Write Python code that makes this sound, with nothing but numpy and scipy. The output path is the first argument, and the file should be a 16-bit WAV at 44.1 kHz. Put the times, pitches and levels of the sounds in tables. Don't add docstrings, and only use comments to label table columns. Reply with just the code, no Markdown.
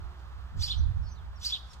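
import sys
import numpy as np
from scipy import signal
from scipy.fft import rfft, irfft
from scipy.io import wavfile
from scipy.ndimage import uniform_filter1d

SR = 44100
rng = np.random.default_rng(int(sys.argv[2]) if len(sys.argv) > 2 else 0)


def dump_mix(stems):
    frames = np.atleast_2d(stems).T
    limited = np.clip(frames, -1, 1)
    pcm = np.round(limited * 32767).astype(np.int16)
    wavfile.write(sys.argv[1], SR, pcm)


N = 79380
T = np.arange(N) / SR
HZ = np.fft.rfftfreq(N, 1 / SR)
JITTER_HZ = 500


# t/s, gain of the tones/dB, gain of the rasp/dB, upward flick/Hz, pitch jitter/fraction
CHIRPS = [(.622, -3, -1, 750, .016), (1.446, -2, 0, 400, .009)]

def near_bird():
    chirps = np.zeros(N)
    for start, tone_db, rasp_db, flick_hz, jitter in CHIRPS:
        chirps += amp(tone_db) * (two_notes(start, flick_hz, jitter) + lead_in(start))
        chirps += amp(rasp_db) * rasp(start)
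    bounce = amp(-16) * delay(chirps, lag_s=.006)
    ground = amp(-9) * echoes(chirps, fade_s=.11, rise_s=.0012)
    yard = amp(-17) * echoes(chirps, fade_s=.53, rise_s=.014)
    return both_mics(chirps) + bounce + ground + yard


# t/s, f/Hz, level/dB
NOTES = [(-.022, 3480, -55), (-.003, 3520, -45), (.002, 3900, -33), (.010, 4650, -31.5), (.021, 4850, -27),
         (.032, 4100, -33), (.039, 4100, -56), (.062, 3430, -50), (.075, 3420, -39), (.079, 3400, -27.5),
         (.094, 3480, -28), (.105, 3200, -35), (.120, 3050, -52)]
# f/Hz, level/dB
BREATH_COLOUR = [(300, -66.5), (1500, -14), (2300, -11), (3300, -2), (5000, 5), (6300, -2.5), (7500, -6),
                 (9300, -13.5), (10500, -8.5), (12800, -15.5), (15500, -21)]

def two_notes(start, flick_hz, jitter):
    times, pitches, db = np.transpose(NOTES)
    flick_s, flick_spread_s, fade_db_per_s = .095, .007, 183.5
    flick = flick_hz * np.exp(-((T - start - flick_s) / flick_spread_s) ** 2)
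    hz = np.interp(T, start + times, pitches) + flick
    phase = shaky_phase(hz, jitter)
    overtone_db = -10 + np.interp(2 * hz, *np.transpose(BREATH_COLOUR)) - fade_db_per_s * abs(T - start)
    voice = np.sqrt(2) * (np.sin(phase) + amp(overtone_db) * np.sin(2 * phase))
    shimmer = 1 + .17 * wander(JITTER_HZ)
    return voice * shimmer * envelope(start + times, db)


# t/s, f/Hz, level/dB
LEAD_IN = [(-.056, 7400, -73), (-.026, 6500, -63), (-.017, 5850, -48), (-.009, 5830, -42.5), (0, 5850, -46),
           (.014, 6750, -55)]

def lead_in(start):
    times, pitches, db = np.transpose(LEAD_IN)
    hz = np.interp(T, start + times, pitches)
    return unit(np.sin(shaky_phase(hz, jitter=.024))) * envelope(start + times, db)


# t/s, upper band level/dB, lower band level/dB, breath level/dB
RASP_LEVELS = [(-.05, -75, -76, -63), (-.022, -57.5, -54, -54), (.004, -51.5, -56, -39),
               (.027, -49, -57, -42.5), (0.038, -42.5, -53, -45), (0.063, -42, -38.5, -46.5),
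               (.08, -52, -49, -52.5), (.108, -57.5, -38.5, -55.5), (0.127, -59.5, -43.5, -62),
               (.15, -80, -78, -64)]

def rasp(start):
    times, upper_db, lower_db, breath_db = np.transpose(RASP_LEVELS)
    pulses = unit(1 + .52 * np.sin(shaky_phase(hz=322.9, jitter=.5)))
    upper = warble(hz=4920) * envelope(start + times, upper_db)
    lower = warble(hz=3605) * envelope(start + times, lower_db)
    breath = colour(rng.standard_normal(N), BREATH_COLOUR) * envelope(start + times, breath_db)
    return pulses * (upper + lower + breath)


def warble(hz, width_hz=1170):
    phase = 2 * np.pi * hz * T
    return unit(wander(width_hz / 2) * np.cos(phase) + wander(width_hz / 2) * np.sin(phase))


# t/s, length/s, first f/Hz, middle f/Hz, last f/Hz, level/dB, pitch jitter/fraction
FAR_WHISTLES = [(.768, .044, 5850, 5900, 5800, -57, .012), (.803, .06, 5400, 4200, 3400, -65, .03),
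                (1.01, .14, 5250, 5100, 4700, -64.5, .06), (1.055, .047, 4400, 4430, 3980, -61.5, .01),
                (1.083, .03, 6250, 6220, 6120, -66, .008), (1.108, .034, 6080, 5960, 5930, -58, .008),
                (1.13, .1, 5800, 3750, 3350, -66, .04), (1.35, .046, 5650, 5350, 3750, -63.5, .018),
                (1.69, .055, 5500, 5400, 4700, -60, .025)]

def far_birds():
    whistles = np.zeros(N)
    for start, length, first, middle, last, db, jitter in FAR_WHISTLES:
        progress = np.clip((T - start) / length, 0, 1)
        hz = np.polyval(np.polyfit([0, .5, 1], [first, middle, last], 2), progress)
        swell = np.sin(np.pi * progress)
        whistles += amp(db) * np.sqrt(2) * swell * np.sin(shaky_phase(hz, jitter))
    direct = np.array([whistles, delay(whistles, lag_s=.00003)])
    return direct + amp(-7) * echoes(whistles, fade_s=.17, rise_s=.002)


def croon(peak_s=.12, spread_s=.17):
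    swell = np.exp(-((T - peak_s) / spread_s) ** 2)
    note = unit(np.sin(shaky_phase(hz=365, jitter=.125)))
    return both_mics(amp(-67) * swell * note)


# t/s, level/dB, swell and fade time/s
STRAW_PRESSES = [(.198, -66, 0.013), (1.72, -62, 0.063), (1.738, -55.5, 0.0067)]
# f/Hz, level/dB
SNAP_COLOUR = [(500, -54), (2000, -3), (4500, 2.5), (7500, -3), (15000, -26)]

def straw(snaps_per_s=3000):
    press = sum(amp(db) * np.exp(-abs(T - peak) / fade) for peak, db, fade in STRAW_PRESSES)
    snaps = rng.standard_normal((2, N)) * (rng.random(N) < snaps_per_s / SR)
    return colour(snaps, SNAP_COLOUR) * press


# t/s, rumble level/dB, flutter level/dB
GUSTS = [(0, -45.5, -60), (.055, -42, -63.5), (.15, -58, -82), (.39, -44.5, -85), (.51, -54, -61.5),
         (.565, -37, -43), (.609, -31, -52), (.665, -45.5, -57), (.745, -40, -56), (.795, -26, -51),
         (.9, -30.5, -56), (.94, -41, -62), (.965, -32, -47), (1.03, -34, -56), (1.141, -49.5, -61),
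         (1.27, -44, -61.5), (1.5, -54, -71), (1.8, -58.5, -61.5)]
# f/Hz, level/dB
RUMBLE_COLOUR = [(32, -11.5), (45, -6.5), (62, 0), (85, -1.5), (110, -12.5), (500, -87)]
FLUTTER_COLOUR = [(50, -21.5), (105, -11.5), (150, 0.5), (220, -10), (330, -19.5), (2000, -68)]

def wind(left_db=-3, right_db=6.5):
    times, rumble_db, flutter_db = np.transpose(GUSTS)
    rumble = signal.hilbert(colour(rng.standard_normal((2, N)), RUMBLE_COLOUR))
    rumble = rumble.real / np.sqrt(uniform_filter1d(abs(rumble) ** 2, size=1400, axis=1) / 2)
    rumble *= amp([[left_db], [right_db]]) * amp(np.interp(T, times, rumble_db))
    flutter = colour(rng.standard_normal((2, N)), FLUTTER_COLOUR)
    return rumble + flutter * amp(np.interp(T, times, flutter_db))


# f/Hz, level/dB
WASH_COLOUR = [(150, 12.5), (280, -3.5), (540, -1.5), (800, 4), (1250, 5.5), (1700, -0.5), (2200, -8.5),
               (3500, -7.5), (5500, -16), (10000, -28), (15500, -26)]

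def distant_wash(shared=.64, fade_db_per_s=1.2):
    left, other = rng.standard_normal((2, N))
    right = shared * delay(left, lag_s=.00013) + np.sqrt(1 - shared ** 2) * other
    db = -53.5 + .4 * wander(rate_hz=15) - fade_db_per_s * T
    return colour(np.array([left, right]), WASH_COLOUR) * amp(db)


def hum(hz=61.95, waver=.48):
    tone = np.sin(2 * np.pi * hz * T + waver * wander(rate_hz=4.4))
    loudness = 1 + waver * wander(rate_hz=14.8)
    return amp(-45.5) * unit(tone * loudness)


def amp(db):
    return 10 ** (np.asarray(db) / 20)


def unit(x):
    return x / np.sqrt(np.mean(x ** 2) + 1e-20)


def colour(x, points):
    hz, db = np.transpose(points)
    return unit(irfft(rfft(x) * amp(np.interp(np.log(HZ + 1), np.log(hz), db)), N))


def wander(rate_hz):
    return unit(irfft(rfft(rng.standard_normal(N)) / (1 + (HZ / rate_hz) ** 4), N))


def shaky_phase(hz, jitter):
    return 2 * np.pi * np.cumsum(hz * (1 + jitter * wander(JITTER_HZ))) / SR


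def envelope(times, db):
    return amp(np.interp(T, times, db)) * (T > times[0]) * (T < times[-1])


def delay(x, lag_s):
    return irfft(rfft(x) * np.exp(-2j * np.pi * HZ * lag_s), N)


def echoes(x, fade_s, rise_s):
    taps = rng.choice([-1., 1.], (2, N)) * (rng.random((2, N)) < .12)
    taps *= amp(-60 * T / fade_s) * (1 - np.exp(-T / rise_s))
    taps /= np.linalg.norm(taps, axis=1, keepdims=True)
    return signal.fftconvolve(x[None], taps, axes=1)[:, :N]


# f/Hz, phase/rad
RIGHT_LAG = [(0, 0), (2900, 1.2), (3500, 1.9), (4000, 3.1), (4800, 4.25), (15000, 13.3)]

def both_mics(x):
    lag = np.interp(HZ, *np.transpose(RIGHT_LAG))
    return np.array([x, irfft(rfft(x) * np.exp(-1j * lag), N)])


def scene():
    return near_bird() + far_birds() + croon() + straw() + wind() + distant_wash() + hum()


# f/Hz, level/dB
MIC_BALANCE = [(400, -0.5), (1300, -5.5), (2500, -1), (4500, -3.5), (8500, -1), (15000, 3)]

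def record(dry):
    hz, db = np.transpose(MIC_BALANCE)
    left_gain = amp(np.interp(np.log(HZ + 1), np.log(hz), db) / 2)
    heard = irfft(rfft(dry) * np.array([left_gain, 1 / left_gain]), N)
    treble_cut = signal.firwin(511, cutoff=15600, window=("kaiser", 9), fs=SR)
    return signal.oaconvolve(heard, treble_cut[None], "same")


dry = scene()
out = record(dry)
dump_mix(out)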